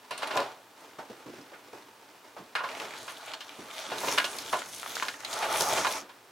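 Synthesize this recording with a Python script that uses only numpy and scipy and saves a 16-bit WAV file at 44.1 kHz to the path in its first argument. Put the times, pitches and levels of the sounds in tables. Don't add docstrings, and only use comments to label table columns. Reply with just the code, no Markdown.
import sys
import numpy as np
from scipy import signal
from scipy.fft import rfft, irfft, next_fast_len
from scipy.io import wavfile

SR = 44100
rng = np.random.default_rng(int(sys.argv[2]) if len(sys.argv) > 2 else 0)


def to_wav(s):
    ch = np.atleast_2d(s).T
    pcm = np.round(np.clip(ch, -1, 1) * 32767)
    wavfile.write(sys.argv[1], SR, pcm.astype(np.int16))


N = 278315

KNOCK_RISE_S, SOFTENING_DB = 0.0008, 21
# f/Hz, gain/dB, T60/s
PANEL_MODES = [(565, 6.5, 0.085), (1020, -2, 0.018), (1370, -23, 0.0091), (1630, 8, 0.17),
               (2210, -1, 0.085), (2726, -4.5, 0.016)]
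# t/s, level/dB, f/Hz, hardness/dB
# (spectral level at 2800 Hz), T60/s
PANEL_KNOCKS = [(0.108, 5.5, 740, -2.5, 0.26), (0.177, -13.5, 896, 12.5, 0.29), (0.222, 1.5, 1000, -2, 0.1),
                (0.231, 8, 1000, -5, 0.089), (0.273, -1.5, 940, 0.5, 0.081), (0.307, 6.5, 890, -5, 0.2),
                (0.338, 5.5, 900, -8, 0.13), (0.356, 16, 760, -24, 0.43), (0.374, 10.5, 764, -2, 0.058),
                (0.389, 13, 725, -12, 0.15), (2.553, 14, 1320, -7, 0.12), (2.585, 6.5, 1390, -10, 0.17),
                (2.606, 9, 1140, -24, 0.12), (2.638, 8.5, 1080, -10, 0.16), (3.079, 1.5, 1250, -3.5, 0.25),
                (3.337, -2.5, 1010, 3.5, 0.054), (3.407, -8.5, 1390, 8, 0.11), (3.917, 7.5, 710, -7, 0.15),
                (4.034, 12, 920, -32, 0.12), (4.08, 8.5, 676, -2.5, 0.15), (4.177, 14.5, 1540, -3, 0.16),
                (4.184, 15.5, 1580, -1, 0.034), (4.201, 6, 1490, -2, 0.036), (4.2434, 5.5, 740, 4, 0.095),
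                (4.529, 17.5, 925, -13, 0.17), (5.0249, 11.5, 1230, -9, 0.056),
                (5.084, 5, 1740, 0.5, 0.034), (5.423, 6.5, 880, -1, 0.21), (5.607, 14, 840, -20, 0.13),
                (5.774, 10.5, 754, -3, 0.11), (5.848, 15.5, 1280, -12, 0.081), (5.869, 9.5, 910, -2, 0.058),
                (6.094, -8.5, 970, -5.5, 0.14)]
def knocks():
    blows, rings = np.zeros((2, N)), np.zeros((2, N))
    for s, db, hz, hardness, t60 in PANEL_KNOCKS:
        bass = -7.5 - 12.5 * np.log2(hz / 800)
        treble = -17.5 + 1.1 * hardness
        spectrum = [(30, bass - 42), (130, bass - 6), (320, bass - 1), (0.48 * hz, bass / 5 - 2),
                    (hz, 4), (1.97 * hz, hardness / 2 - .7), (2800, hardness), (4200, hardness - 1),
                    (6500, treble + 4), (11000, treble - 3), (16000, treble - 13)]
        rise_s = KNOCK_RISE_S * 2 ** (-hardness / SOFTENING_DB)
        blow = contact(spectrum, t60, snap_db=1.5 - 84 * t60, room_db=-19.5, rise_s=rise_s)
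        add(blows, s, from_db(db) * blow)
        add(rings, s, from_db(db) * sheet_ring(hz))
    return from_db(-3) * resonate(double_wall(blows), PANEL_MODES) + rings


# f/Hz, level/dB, T60/s
SHEET_MODES = [(618.4, -49, 0.17), (879.4, -54.5, .2), (1023, -48.5, 0.19), (1422.4, -42.5, 0.11),
               (1770, -46, 0.18), (2878, -39.5, 0.057)]
def sheet_ring(pitch_hz):
    t = np.arange(SR // 3) / SR
    out = np.zeros((2, len(t)))
    for hz, db, t60 in SHEET_MODES:
        strength_db = db - 10 * abs(np.log2(hz / pitch_hz))
        phase = rng.uniform(0, 2 * np.pi) + rng.uniform(-.7, .7, (2, 1))
        out += from_db(strength_db - 60 * t / t60) * np.sin(2 * np.pi * hz * t + phase)
    return out * (1 - np.exp(-t / KNOCK_RISE_S))


# delay/s, gain/dB
WALL_ECHOES = [(.00073, -24), (.00115, -71), (.00283, -13), (.0042, -22.5), (.007, -21.5)]
def double_wall(x):
    out = x.copy()
    for s, db in WALL_ECHOES:
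        add(out, s, from_db(db) * x)
    return out


# f/pitch, level/dB
THUD_SPECTRUM = [(.12, -34), (.5, -10), (1, 0), (1.7, -6), (2.6, -16), (8, -36), (30, -58)]
# f/pitch, gain/dB, T60/s
STEP_MODES = [(1, 2, .19), (1.5, -2, .16), (2.2, -3, .14)]
# t/s, level/dB, f/Hz
STEP_BUMPS = [(0.815, -18, 446), (0.985, -11.5, 277), (0.987, -8.5, 589), (0.988, -8.5, 886),
              (1.099, -6.5, 332), (1.26, -7.5, 304), (1.283, -8, 301), (1.332, -11, 257),
              (1.384, -11.5, 257), (1.519, -13, 458), (1.534, -16, 1427), (1.73, -10, 414),
              (1.739, -15, 586), (2.366, -8, 712), (2.392, -8, 231), (3.587, -6, 245), (4.654, -15, 192),
              (5.615, -5.5, 236), (5.789, -2.5, 305), (6.021, -14.5, 303)]
def bumps():
    out = np.zeros((2, N))
    for s, db, hz in STEP_BUMPS:
        spectrum = [(hz * ratio, level_db) for ratio, level_db in THUD_SPECTRUM]
        modes = [(hz * ratio, gain_db, t60) for ratio, gain_db, t60 in STEP_MODES]
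        thud = contact(spectrum, t60=.15, snap_db=-10, room_db=-16, rise_s=0.0022)
        add(out, s, from_db(db) * resonate(thud, modes))
    return from_db(12) * out


# f/Hz, level/dB
SCRAPE_SPECTRUM = [(250, -24), (480, -5), (680, 2), (900, -4.5), (1250, 2.5), (1750, -5), (2600, -12.5),
                   (5000, -47.5)]
# f/Hz, gain/dB, T60/s
WALL_MODE = [(875, 4, .045)]
# f/Hz, level/dB
SWISH_SPECTRUM = [(1000, -17), (2000, 6.5), (2800, 4), (3900, 8), (5200, 1), (6300, -3), (8500, -8),
                  (16000, -100)]
# f/Hz, level/dB
HISS_SPECTRUM = [(3500, -9.5), (6400, 0), (7600, -3.5), (9000, -6), (10700, -4.5), (12500, -10),
                 (16000, -16)]
def backpack(scrape, swish, hiss):
    drag = friction(SCRAPE_SPECTRUM, slips_per_s=400, spread_db=2, smooth_db=2.5, judder_db=1.1, t60=.1)
    wall = scrape * unit_rms(resonate(drag, WALL_MODE))
    weave = swish * friction(SWISH_SPECTRUM, slips_per_s=340, spread_db=5,
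                             smooth_db=2.5, judder_db=1.5, t60=0.01)
    fibres = hiss * friction(HISS_SPECTRUM, slips_per_s=300, spread_db=5,
                             smooth_db=3, judder_db=1.2, t60=0.018)
    return folding(from_db(-1) * wall + from_db(-0.5) * weave + from_db(3) * fibres)


SWISH_DB, SWISH_PER_BRIGHTNESS = 3, 0.46
# t/s, level/dB, nylon brightness/dB
LONG_SLIDE = [(5.19, -53, -8), (5.32, -41.5, -7), (5.41, -36, -13), (5.442, -33.5, -11.5),
              (5.49, -35.5, -11), (5.555, -30, -10.5), (5.61, -34.5, -3.5), (5.655, -34, -11.5),
              (5.71, -31.5, -11.5), (5.82, -34.5, -10), (5.9, -34.5, -9), (5.94, -36.5, -10),
              (5.982, -36.5, -12), (6.01, -48, -10), (6.07, -56, -23)]
# t/s, duration/s, level/dB, nylon brightness/dB, weight on the shell/dB
SHORT_RUBS = [(0.116, 0.32, -41, -32, -16.5), (0.289, 0.065, -36, -34, -9.5), (0.765, 0.049, -54, -6, -14),
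              (2.586, 0.14, -43, -17.5, -16), (2.716, 0.11, -44, -9.5, -5), (2.818, 0.37, -53.5, -3, -12),
              (3.151, 0.15, -43, -15.5, -31), (3.355, 0.4, -53, -7, -15), (3.657, 0.21, -44, -8.5, -27),
              (3.848, 0.11, -43.5, -13, -2), (3.945, 0.19, -48, 6, 1.5), (4.13, 0.46, -49, 1.5, -7.5),
              (4.62, 0.26, -54.5, 4, -11), (4.789, 0.31, -51, 2, -6.5)]
def movement():
    t = np.arange(N) / SR
    s, level_db, bright = np.transpose(LONG_SLIDE)
    slide_offsets_db = [1, SWISH_DB + SWISH_PER_BRIGHTNESS * bright - 3.5, bright + 3, -20.5]
    sliding = (t > s[0]) & (t < s[-1])
    power = from_db([np.interp(t, s, level_db + db) for db in slide_offsets_db]) ** 2 * sliding
    for start, length, db, bright, weight in SHORT_RUBS:
        offsets_db = np.array([0, SWISH_DB + SWISH_PER_BRIGHTNESS * bright, bright, weight])
        power += np.outer(from_db(db + offsets_db), rub_envelope(start, length)) ** 2
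    return np.sqrt(power)


def rub_envelope(start, length, grip_s=0.13, sag_db_per_s=5.5, release_db_per_s=127):
    t = np.arange(N) / SR - start
    sag_db = sag_db_per_s * (np.clip(t, 0, length) - length / 2)
    release_db = release_db_per_s * np.maximum(t - length, 0)
    return np.clip(t / grip_s, 0, 1) * from_db(-sag_db - release_db)


def folding(x, depth_db=2.2, rate_hz=6):
    size = next_fast_len(N)
    spectrum, hz = rfft(x, size), np.fft.rfftfreq(size, 1 / SR)
    centres_hz = np.geomspace(600, 12000, 13)
    band_index = np.interp(np.log(hz + 1), np.log(centres_hz), np.arange(len(centres_hz)))
    out = np.zeros((2, N))
    for k in range(len(centres_hz)):
        triangle = np.maximum(1 - np.abs(band_index - k), 0)
        band = irfft(spectrum * triangle, size)[:, :N]
        out += band * from_db(depth_db * drift(rate_hz))
    return out


# f/Hz, level/dB
BRUSH_SPECTRUM = [(4000, -25), (10000, 5), (13500, 0), (16000, -8)]
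# t/s, duration/s, level/dB
BRUSH_STROKE = (4.02, 0.11, -43.5)
def brush():
    start, length, db = BRUSH_STROKE
    crinkle = friction(BRUSH_SPECTRUM, slips_per_s=540, spread_db=5, smooth_db=8, judder_db=-2, t60=.008)
    return from_db(db) * rub_envelope(start, length) * crinkle


# f/Hz, level/dB
SHELL_SPECTRUM = [(30, -20), (50, -25), (85, -19), (120, -14.5), (190, -3), (290, 3.5), (450, 4), (650, 3),
                  (1200, 2.5), (6000, -10.5), (16000, -26.5)]
def shell_rumble(weight, settle_db=-55, settle_db_per_s=84, resting_db=-67.5):
    t = np.arange(N) / SR
    settling_power = sum((t > s) * from_db(db + settle_db - settle_db_per_s * np.abs(t - s)) ** 2
                         for s, db, _ in STEP_BUMPS)
    load = np.sqrt(weight ** 2 + settling_power + from_db(resting_db) ** 2)
    rumble = friction(SHELL_SPECTRUM, slips_per_s=89, spread_db=-0.5,
                      smooth_db=5.5, judder_db=-1.33, t60=0.029)
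    return from_db(11) * load * rumble


# f/pitch, level/dB
TICK_SPECTRUM = [(.06, -64), (.4, -9), (.8, -2), (1, 2), (1.25, -5), (2.5, -16), (5, -31.5), (12, -34)]
# t/s, level/dB, f/Hz, T60/s
STRAP_TICKS = [(0.355, -18, 6200, .02), (0.368, -14, 7150, 0.027), (0.403, -12.5, 4800, .025),
               (0.442, -20, 3700, 0.018), (2.689, -10.5, 2810, 0.035), (2.729, -12, 1910, .014),
               (2.751, -10, 2280, 0.011), (2.8, -7, 2390, 0.016), (2.827, -16, 1750, 0.015),
               (2.853, -13, 2020, 0.01), (2.908, -12, 2160, 0.02), (2.938, -10.5, 1990, 0.013),
               (2.958, -18, 1900, 0.012), (3.493, -13, 2880, 0.015), (3.983, -8, 3740, 0.018),
               (4.386, -7.5, 5000, 0.026), (4.619, -5, 1460, 0.02), (4.831, -1, 1390, 0.0085),
               (4.862, -3, 1330, 0.007), (4.954, -6, 4800, 0.036), (4.968, -1.5, 1460, 0.0061),
               (4.978, -11, 2000, .012), (4.999, -3, 1920, 0.0067), (5.141, -9, 1670, 0.018),
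               (5.206, -11, 2060, 0.011), (5.235, -11, 1800, 0.011), (5.248, -7, 4030, 0.027),
               (5.329, -6.5, 4500, 0.031), (5.39, -13, 7900, 0.011), (5.608, 0, 6270, 0.019)]
def ticks():
    out = np.zeros((2, N))
    for s, db, hz, t60 in STRAP_TICKS:
        spectrum = [(hz * ratio, level_db) for ratio, level_db in TICK_SPECTRUM]
        tick = contact(spectrum, t60, snap_db=8 - 600 * t60, room_db=-9, rise_s=0.00013)
        add(out, s, from_db(db) * tick)
    return from_db(6) * out


# f/pitch, level/dB, T60/s
METAL_MODES = [(.495, -8, .06), (.62, -11, .04), (.766, -10, .04), (.94, -7, .02), (1, 0, .022),
               (1.012, -11, .15), (1.14, -7, .035), (1.2, -10, .04), (1.62, -14, .06)]
# t/s, level/dB, f/Hz
ZIP_CLINKS = [(0.109, -39, 9700), (0.178, -37, 8680), (0.274, -40, 9600), (1.413, -48, 5200),
              (3.335, -36, 4300), (5.249, -32, 4000)]
def clinks():
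    out, t = np.zeros((2, N)), np.arange(SR // 4) / SR
    for s, db, hz in ZIP_CLINKS:
        for ratio, mode_db, t60 in METAL_MODES:
            phase = rng.uniform(0, 2 * np.pi) + rng.uniform(-2.1, 1, (2, 1))
            envelope = from_db(db + mode_db - 60 * t / t60)
            add(out, s, envelope * np.sin(2 * np.pi * hz * ratio * t + phase))
    return out


# f/Hz, level/dB
VENT_SPECTRUM = [(25, -31), (50, -36), (80, -38), (110, -18), (190, -35.5), (300, -40), (420, -30),
                 (700, -19.5), (1300, -21.5), (2000, -29), (3200, -27.5), (5000, -31), (16000, -34.5)]
def ventilation(level_db=-60):
    air = stereo(rng.standard_normal((2, N)))
    return from_db(level_db) * unit_rms(colour(air, VENT_SPECTRUM))


def contact(spectrum, t60, snap_db, room_db, rise_s):
    plastic = dying_noise(t60)
    reverberation = colour(dying_noise(t60=.33), [(1200, 9), (4000, 9.5), (12000, -29)])
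    response = plastic + from_db(room_db) * reverberation
    response *= 1 - np.exp(-np.arange(response.shape[1]) / SR / rise_s)
    snap = from_db(snap_db)
    response[0, 0] += snap
    response[1, 2] += snap * rng.choice([-1, 1])
    return colour(stereo(response), spectrum) / np.sqrt(1 + snap ** 2)


def friction(spectrum, slips_per_s, spread_db, smooth_db, judder_db, t60):
    sizes = from_db(spread_db * np.minimum(rng.exponential(1, N), 3.5)) * rng.choice([-1, 1], N)
    slips = sizes * (rng.random(N) < slips_per_s / SR)
    ringing = signal.oaconvolve(slips[None], dying_noise(t60), axes=1)[:, :N]
    grains = unit_rms(ringing + slips * [[1], [0]])
    smooth = from_db(smooth_db) * rng.standard_normal((2, N))
    rub = (grains + smooth) * from_db(judder_db * drift(rate_hz=5.8))
    return unit_rms(colour(stereo(rub), spectrum))


def dying_noise(t60):
    t = np.arange(SR // 3) / SR
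    tail = rng.standard_normal((2, len(t))) * from_db(-60 * t / t60)
    return tail / np.sqrt(np.sum(tail ** 2, axis=1, keepdims=True))


def resonate(x, modes):
    out = x.copy()
    for hz, db, t60 in modes:
        r = from_db(-60 / (t60 * SR))
        gain = (1 - r * r) / 2
        feedback = [1, -2 * r * np.cos(2 * np.pi * hz / SR), r * r]
        out += from_db(db) * signal.lfilter([gain, 0, -gain], feedback, x + 1e-18)
    return out


# f/Hz, correlation
STEREO_COHERENCE = [(60, .997), (125, .988), (250, .965), (600, .93), (1400, .74), (5000, .73),
                    (12000, .63)]
def stereo(pair):
    hz, alike = np.transpose(STEREO_COHERENCE)
    mid = colour(pair[:1], np.c_[hz, 10 * np.log10((1 + alike) / 2)])
    side = colour(pair[1:], np.c_[hz, 10 * np.log10((1 - alike) / 2)])
    return np.vstack([mid + side, mid - side])


def colour(x, spectrum, size=4096):
    hz, db = np.transpose(spectrum)
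    gain_db = np.interp(np.log(np.fft.rfftfreq(size, 1 / SR) + 1), np.log(hz), db)
    cepstrum = irfft(np.log(from_db(gain_db)))
    cepstrum[1:size // 2] *= 2
    cepstrum[size // 2 + 1:] = 0
    impulse_response = irfft(np.exp(rfft(cepstrum)))
    return signal.oaconvolve(x, impulse_response[None], axes=1)[:, :x.shape[1]]


def drift(rate_hz, hop=40):
    r = np.exp(-2 * np.pi * rate_hz * hop / SR)
    noise = rng.standard_normal(N // hop + 2002)
    slow = signal.lfilter([1], [1, -2 * r, r * r], noise)[2000:]
    return np.interp(np.arange(N) / hop, np.arange(len(slow)), unit_rms(slow))


def add(track, s, sound):
    at = round(s * SR)
    track[:, at:at + sound.shape[1]] += sound[:, :N - at]


def from_db(db):
    return 10 ** (np.asarray(db) / 20)


def unit_rms(x):
    return x / np.sqrt(np.mean(x ** 2) + 1e-20)


# f/Hz, gain/dB, T60/s
POD_MODES = [(122, 2, .25), (285, -4, .18), (360, -7, .12), (453, -7, .14), (634, -5, .15), (790, -9, .14),
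             (891, 1, .14), (1020, -11, .1), (1190, -9, .12), (1452, -2, .13), (2433, -4, .11),
             (2868, -4, .1), (3145, -8, .1)]
def scene():
    scrape, swish, hiss, weight = movement()
    inside = knocks() + bumps() + backpack(scrape, swish, hiss) + brush() + shell_rumble(weight)
    climbing = resonate(inside, POD_MODES) + ticks() + clinks()
    balance = from_db([[-0.35], [0.35]])
    return climbing * balance + ventilation()


def record(dry):
    high_pass = signal.butter(3, 52, "high", fs=SR, output="sos")
    low_pass = signal.ellip(12, .1, 80, 15850, fs=SR, output="sos")
    return signal.sosfilt(low_pass, signal.sosfilt(high_pass, dry))


dry = scene()
out = record(dry)
to_wav(out)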